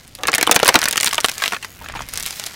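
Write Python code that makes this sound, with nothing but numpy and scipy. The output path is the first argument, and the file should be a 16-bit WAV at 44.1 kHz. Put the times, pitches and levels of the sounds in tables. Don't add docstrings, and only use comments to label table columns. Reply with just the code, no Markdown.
import sys
import numpy as np
from scipy import signal
from scipy.fft import rfft, irfft, next_fast_len
from scipy.io import wavfile
from scipy.ndimage import uniform_filter1d, map_coordinates

SR = 44100
rng = np.random.default_rng(int(sys.argv[2]) if len(sys.argv) > 2 else 0)


def elevation(decibels):
    levels = np.asarray(decibels, float)
    return 10 ** (levels / 20)


def digitize_waveform(pressure):
    field = np.atleast_2d(pressure).T
    bounded = np.clip(field, -1, 1)
    quanta = np.round(bounded * 32767).astype(np.int16)
    wavfile.write(sys.argv[1], SR, quanta)


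N = 112454
T = np.arange(N) / SR

# (time [s], level [dB], pitch [Hz], life [ms])
TRAY_BUCKLES = [(0.18, -36.5, 766, 107), (0.234, -16.5, 2300, 9.1), (0.253, -16, 1850, 6.4),
                (0.283, -8, 1460, 11.5), (0.33, -12, 2060, 4.3), (0.34, 1.5, 2590, 1.3),
                (0.3797, -13.5, 1855, 14.6), (0.411, -10.5, 2430, 6.6), (0.4288, -4.5, 2240, 2.7),
                (0.4731, -7.5, 1190, 7), (0.4943, -2, 1007, 4.2), (0.5114, -11.5, 1334, 20),
                (0.5613, -4.5, 1780, 9.7), (0.5993, -7.5, 2420, 2), (0.63, -2, 1495, 4.3),
                (0.6579, -12.5, 1590, 5.4), (0.6776, -5, 1674, 4.1), (0.6882, -2.5, 2040, 3.9),
                (0.6958, -11.5, 729, 12.4), (0.7426, -9.5, 950, 31.5), (0.755, 1, 2198, 5.1),
                (0.9576, -14.5, 1710, 4)]
# (time [s], level [dB], pitch [Hz], life [ms])
CUP_BUCKLES = [(0.9774, -7, 2320, 2.6), (1.0311, -10.5, 2050, 4.9), (1.1291, -32, 1500, 12),
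               (1.1814, -11, 1598, 9.9), (1.2447, -5, 1503, 6.9), (1.4005, -24.5, 2410, 7.4),
               (1.4203, -11, 1757, 7.1), (1.4384, -7, 2625, 4.1), (1.458, -15, 2150, 8.1),
               (1.5218, -15.5, 1843, 6.8), (1.5314, -14, 1195, 9.9), (1.546, -18, 2120, 8.7),
               (1.5643, -19.5, 1890, 5), (1.6265, -28, 2810, 24), (1.6454, -19.5, 2100, 5.6),
               (1.812, -39, 970, 27), (1.8977, -22.5, 1810, 3), (1.9523, -27, 1094, 19),
               (1.9923, -19, 1570, 3.4), (2.0054, -16.5, 1140, 3.4)]
HOLLOW_HZ, HOLLOW_DB = 517, -9


def buckles():
    s, db, hz, ms = np.vstack([TRAY_BUCKLES, CUP_BUCKLES]).T
    pops = bursts(s, db, hz, ms * 0.00067, spread=0.55, off_db=6, rattle=0.78, rise=0.12, count=11)
    s, db, hz, ms = np.transpose(TRAY_BUCKLES)
    boom = bursts(s, db + HOLLOW_DB, HOLLOW_HZ, ms / 1000,
                  spread=0.5, off_db=3, rattle=0.92, rise=0.35, count=5)
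    return pops + boom


# (time [s], level [dB], pitch [Hz])
FRONT_SNAPS = [(0.1514, -22, 11030), (0.2346, -8.5, 4350), (0.2714, -7, 9080), (0.2835, -5, 4700),
               (0.3178, -12.5, 7200), (0.3489, 0, 8260), (0.3551, -3, 9600), (0.3819, -3, 7950),
               (0.4116, -6, 7560), (0.428, 2.5, 8460), (0.5122, 12.5, 7410), (0.5225, -1.5, 6690),
               (0.5449, -9, 6900), (0.5572, -4, 7940), (0.561, 10, 6700), (0.6304, 4, 3770),
               (0.6475, -6.5, 7800), (0.6622, -6, 6400), (0.6695, -5, 4420), (0.6788, 7, 9820),
               (0.6882, 13.5, 4635), (0.7423, 3, 4740), (0.7549, 11, 5025)]
# (time [s], level [dB], pitch [Hz])
MIDDLE_SNAPS = [(0.7899, -3, 6700), (0.8167, -3.5, 4770), (0.8404, -3, 8320), (0.8561, 3, 4650),
                (0.8849, -0.5, 8750), (0.9105, -5, 10150), (0.9273, -5.5, 7000), (0.9709, -4.5, 6470),
                (0.9771, 0.5, 6500), (1.0097, -1, 7800), (1.024, -18, 7900), (1.031, 0, 7000),
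                (1.0446, 0, 9400), (1.0621, 0, 5960), (1.0736, 1.5, 4140), (1.0917, -14, 7860),
                (1.1326, -5.5, 6920), (1.145, -5.5, 5480), (1.204, -9, 6120), (1.2446, 5, 4110)]
# (time [s], level [dB], pitch [Hz])
LAST_SNAPS = [(1.2605, -9.5, 8900), (1.2853, -6, 3950), (1.2966, -8, 6800), (1.3163, -12, 5000),
              (1.3811, -12, 7060), (1.4382, -5, 3880), (1.479, -4, 3580), (2.088, -19.5, 12000),
              (2.1372, -12.5, 11150), (2.1572, -14.5, 5900), (2.175, -8.5, 8900), (2.199, -13.5, 8500),
              (2.2058, -16.5, 6050), (2.2269, -13, 10100), (2.234, -15, 6700), (2.263, -10, 8900),
              (2.2705, -19, 5800), (2.3074, -13.5, 6600), (2.3971, -12, 6630), (2.4389, -12.5, 4140),
              (2.4661, -13.5, 7900)]
SHIVER_DB = [
    -12.5,
    -14,
    -26,
]


def snaps():
    groups = FRONT_SNAPS, MIDDLE_SNAPS, LAST_SNAPS
    s, db, hz = np.vstack(groups).T
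    crack = bursts(s, db + 4, hz, 0.00072,
                   spread=0.439, off_db=10.5, rattle=0, rise=0.047, count=15, in_step=True)
    shiver_db = db + np.repeat(SHIVER_DB, [len(g) for g in groups])
    shiver = bursts(s, shiver_db, hz * 0.8, 0.0048, spread=0.6, off_db=0.5, rattle=1.1, rise=0.1, count=17)
    return crack + shiver


# (time [s], level [dB], pitch [Hz])
SPLINTERS = [(0.0773, -31, 9900), (0.1879, -28.5, 3340), (0.2775, -8, 2820), (0.296, -18, 6090),
             (0.3317, -10, 3730), (0.3386, -7, 2800), (0.4686, -6, 3520), (0.4739, -4, 3140),
             (0.5274, -10, 3600), (0.55, -11, 9700), (0.5922, -8, 3290), (0.6006, -9, 2780),
             (0.6575, -4.5, 3190), (0.8293, -7, 2820), (0.8364, -13, 3920), (0.9312, -9, 3570),
             (0.9585, -6, 2870), (1.0014, -6.5, 5490), (1.0586, -10, 8900), (1.068, -7, 4220),
             (1.0802, -9, 4130), (1.1121, -14, 5640), (1.1289, -10, 3070), (1.1544, -12, 6930),
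             (1.1807, -9, 2930), (1.2086, -13, 7250), (1.2371, -20, 3400), (1.25, -3, 3420),
             (1.2924, -10.5, 2800), (1.422, -16, 6360), (1.4587, -10, 2860), (1.5217, -14.5, 2820),
             (1.5446, -17.5, 3560), (1.6266, -22, 3210), (1.6466, -19, 4370), (1.8865, -19.5, 3100),
             (1.9224, -29, 6940), (1.9515, -32, 5230), (1.9724, -29, 3380), (1.9933, -28, 2820),
             (2.02, -21, 6250), (2.0933, -28, 4800), (2.13, -32, 5900), (2.1627, -21, 5490),
             (2.1816, -21, 5580), (2.2558, -15.5, 4050), (2.3268, -22, 4400), (2.4625, -17.5, 5730)]


def splinters():
    s, db, hz = np.transpose(SPLINTERS)
    body = bursts(s, db, hz, 0.0012, spread=0.386, off_db=9.5, rattle=0.22, rise=0.097, count=11)
    edge = bursts(s, db - 8, 9500, 0.0012, spread=0.245, off_db=6, rattle=0.27, rise=0.08, count=9)
    return body + edge


# (time [s], level [dB], pitch [Hz])
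DENTS = [(.829, -11, 1790), (.8765, -10.5, 1600), (1.005, -14, 2500), (1.0466, -14.5, 1910),
         (1.109, -16.5, 3180), (1.8421, -27.5, 1210), (1.86, -25, 1870), (1.9379, -23, 1620),
         (2.186, -26.5, 1840)]
# (time [s], level [dB], pitch [Hz], life [ms])
RINGS = [(0.151, -24, 4580, 1.6), (.339, -6.5, 2430, 2.8), (.473, -7, 3300, 3), (.513, -10, 700, 6.4),
         (.535, -21.5, 732, 37), (.631, -14.5, 444, 10.6), (0.689, -11, 1850, 5.3), (.742, -10, 2170, 2.5),
         (1.128, -20, 1172, 8.1), (1.181, -7, 2910, 2.4), (1.813, -35, 983, 7.8), (1.951, -25.5, 978, 13)]


def rings():
    s, db, hz = np.transpose(DENTS)
    dents = bursts(s, db, hz, 0.0027, spread=0.412, off_db=6, rattle=1.0, rise=0.16, count=9)
    s, db, hz, ms = np.transpose(RINGS)
    panels = bursts(s, db, hz, ms / 1000, spread=0.053, off_db=5, rattle=0.45, rise=0.11, count=3)
    return dents + panels


SAG = 0.1104
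JOLT = 40


def bursts(s, db, hz, life_s, spread, off_db, rattle, rise, count, in_step=False):
    t = np.arange(SR // 20) / SR
    out = np.zeros(N + SR)
    for s0, d, f, life in zip(*np.broadcast_arrays(s, db, hz, life_s)):
        z = rng.standard_normal((count, 4))
        away = np.linspace(-2, 2, count)[:, None] * (1 + z[:, :1] / 10)
        modes = np.clip(f * np.exp(spread * away), 100, SR * 0.4)
        lives = life * np.minimum(1, np.sqrt(f / modes))
        sagging_t = t - SAG * (t - life * (1 - np.exp(-t / life)))
        start = np.pi / 2 * np.sign(z[0, 2]) if in_step else z[:, 3:]
        phase = 2 * np.pi * modes * sagging_t + start
        jolts = np.repeat(rng.standard_normal((count, len(t) // JOLT + 1)), JOLT, 1)[:, :len(t)]
        jolts = uniform_filter1d(jolts, JOLT // 2, 1)
        level_db = -off_db * np.abs(away) + 2 * z[:, 1:2] - 10 * t / lives
        ring = (elevation(level_db) * (1 + rattle * jolts) * np.sin(phase)).sum(0)
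        ring *= 1 - np.exp(-t / (rise * life))
        peak = np.sqrt(2 * uniform_filter1d(ring ** 2, round(life * SR / 2) + 1).max())
        out[round(s0 * SR):][:len(t)] += elevation(d) * ring / peak
    return out[:N]


# (time [s], crumb level [dB], share of fine bright crumbs [0-1])
LOAD = [(0, -44.5, 0.65), (.17, -48.5, 1), (.3, -32.5, 0.061), (.6, -26, 0.1), (1.1, -31, 0.32),
        (1.35, -31.5, 0.65), (1.47, -27.5, 0.56), (1.6, -41, 0.75), (1.78, -43, 0.2), (1.95, -35, 0.044),
        (2.07, -39.5, 0.53), (2.26, -30, 0.89), (2.55, -32.5, 0.6)]
# (frequency [Hz], level [dB])
CRUMBS = [(200, -4), (700, 1), (2200, 5.5), (6000, -9)]
# (frequency [Hz], level [dB])
FINES = [(1500, -22), (5000, -18), (15000, -28)]
SETTLE_S, CALM = 0.0031, 0.46


def crumbs(breaks):
    db, fine = curves(LOAD)
    fine = np.clip(fine, 0, 1)
    shaken = fading(breaks ** 2, SETTLE_S)
    usual = np.abs(uniform_filter1d(shaken, SR // 8)) + elevation(2 * db)
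    flare = np.sqrt(CALM + shaken / usual)
    coarse_bed = np.sqrt(1 - fine) * grit(600, spiky_db=2.4, hiss=0.45, points=CRUMBS)
    fine_bed = np.sqrt(fine) * grit(900, spiky_db=2.2, hiss=0.08, points=FINES)
    return elevation(db + 2.3 * np.tanh(wobble(60))) * flare * (coarse_bed + fine_bed)


def grit(rate, spiky_db, hiss, points):
    size_db = spiky_db * np.minimum(rng.exponential(size=N), 3)
    hits = unit((rng.random(N) < rate / SR) * elevation(size_db))
    power = fading(hits ** 2, 0.00011) + 0.11 * fading(hits ** 2, 0.00057) + hiss
    return unit(coloured(np.sqrt(power) * rng.standard_normal(N), points))


# (from [s], to [s], rate [1/s], level [dB])
PEELS = [
    (1.685, 1.86, 93, -18),
    (2.335, 2.39, 190, -16),
]
# (from [s], to [s], level [dB])
SQUEAKS = [
    (1.67, 1.76, -56),
    (1.83, 1.9, -54),
    (1.96, 2.03, -52),
]
SQUEAK_HZ, SQUEAK_WIDTH_HZ = 6700, 170


def tread():
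    ticks = np.zeros(N)
    for start, end, rate, db in PEELS:
        s = np.arange(start, end, 1 / rate)
        z = rng.standard_normal((len(s), 2))
        late_s = z[:, 0] * 0.0007
        ticks[((s + late_s) * SR).astype(int)] = elevation(db + 1.8 * z[:, 1])
    gate = sum(elevation(db) * ((T > start) & (T < end)) for start, end, db in SQUEAKS)
    gate = uniform_filter1d(gate, 400)
    skirt = 3 * SQUEAK_WIDTH_HZ
    note = [(SQUEAK_HZ - skirt, -30), (SQUEAK_HZ, 0), (SQUEAK_HZ + skirt, -30)]
    squeak = gate * elevation(3 * wobble(60)) * unit(coloured(rng.standard_normal(N), note))
    return coloured(ticks, [(2000, -10), (15000, 0)]) + squeak


# (frequency [Hz], time to fall 60 dB [s])
UNDERSIDE = [(300, 0.049), (12000, 0.018)]


def underside(x):
    f, t60 = np.transpose(UNDERSIDE)
    out, hop = np.zeros(N + SR), SR // 20
    for at in range(0, N, hop):
        hz, t, z = signal.stft(rng.standard_normal(SR // 8), SR, nperseg=128)
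        decay = elevation(-60 * t / np.interp(hz, f, t60)[:, None])
        tail = signal.istft(z * decay, SR, nperseg=128)[1]
        wet = signal.fftconvolve(x[at:at + hop], tail / np.linalg.norm(tail))
        out[at:][:len(wet)] += wet
    return out[:N]


# (time [s], level [dB])
AIR = [
    (0, -50),
    (1.3, -50),
    (1.72, -52),
    (1.95, -37),
    (2.2, -41),
    (2.4, -59),
]
# (frequency [Hz], level [dB])
RUMBLE = [(25, -3), (80, -7), (250, -16.5)]
# (frequency [Hz], level per Hz [dB])
OUTDOORS = [(100, 8.5), (600, -5), (15500, -30.5)]


def air():
    db, = curves(AIR)
    buffet = unit(elevation(2.3 * wobble(21.93)) * coloured(rng.standard_normal(N), RUMBLE))
    street = unit(coloured(rng.standard_normal(N), OUTDOORS))
    return elevation(db) * buffet + elevation(-49.5) * street


def unit(x):
    return x / np.sqrt(np.mean(x ** 2) + 1e-20)


def along(points, hz):
    f, v = np.transpose(points)
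    f = np.r_[f[0] / 4, f, f[-1] * 2]
    v = np.r_[v[0] * 2 - 20, v, v[-1] * 2 - 20]
    return np.interp(np.log(hz + 1), np.log(f), v)


def coloured(x, points):
    m = next_fast_len(N + SR // 4)
    return irfft(rfft(x, m) * elevation(along(points, np.fft.rfftfreq(m, 1 / SR))), m)[:N]


def curves(rows):
    s, *cols = np.transpose(rows)
    return [np.interp(T, s, c) for c in cols]


def wobble(rate):
    return map_coordinates(rng.standard_normal(int(N * rate / SR) + 4), [T * rate])


def fading(power, seconds):
    k = np.exp(-1 / (seconds * SR))
    return signal.lfilter([1 - k], [1, -k], power)


def scene():
    thin_walls = signal.butter(2, 210, "high", fs=SR, output="sos")
    breaks = signal.sosfilt(thin_walls, buckles() + snaps() + splinters() + rings())
    near = breaks + crumbs(breaks) + tread()
    return (near + elevation(-12.5) * underside(near) + air())[None]


def roll_off(x):
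    return signal.sosfilt(signal.butter(12, 16440, fs=SR, output="sos"), x)


def record(dry):
    clipped = dry / (1 + np.abs(dry) ** 8) ** (1 / 8)
    mix = signal.sosfiltfilt(signal.butter(20, 16100, fs=SR, output="sos"), clipped)
    return roll_off(mix)


dry = scene()
out = record(dry)
digitize_waveform(out)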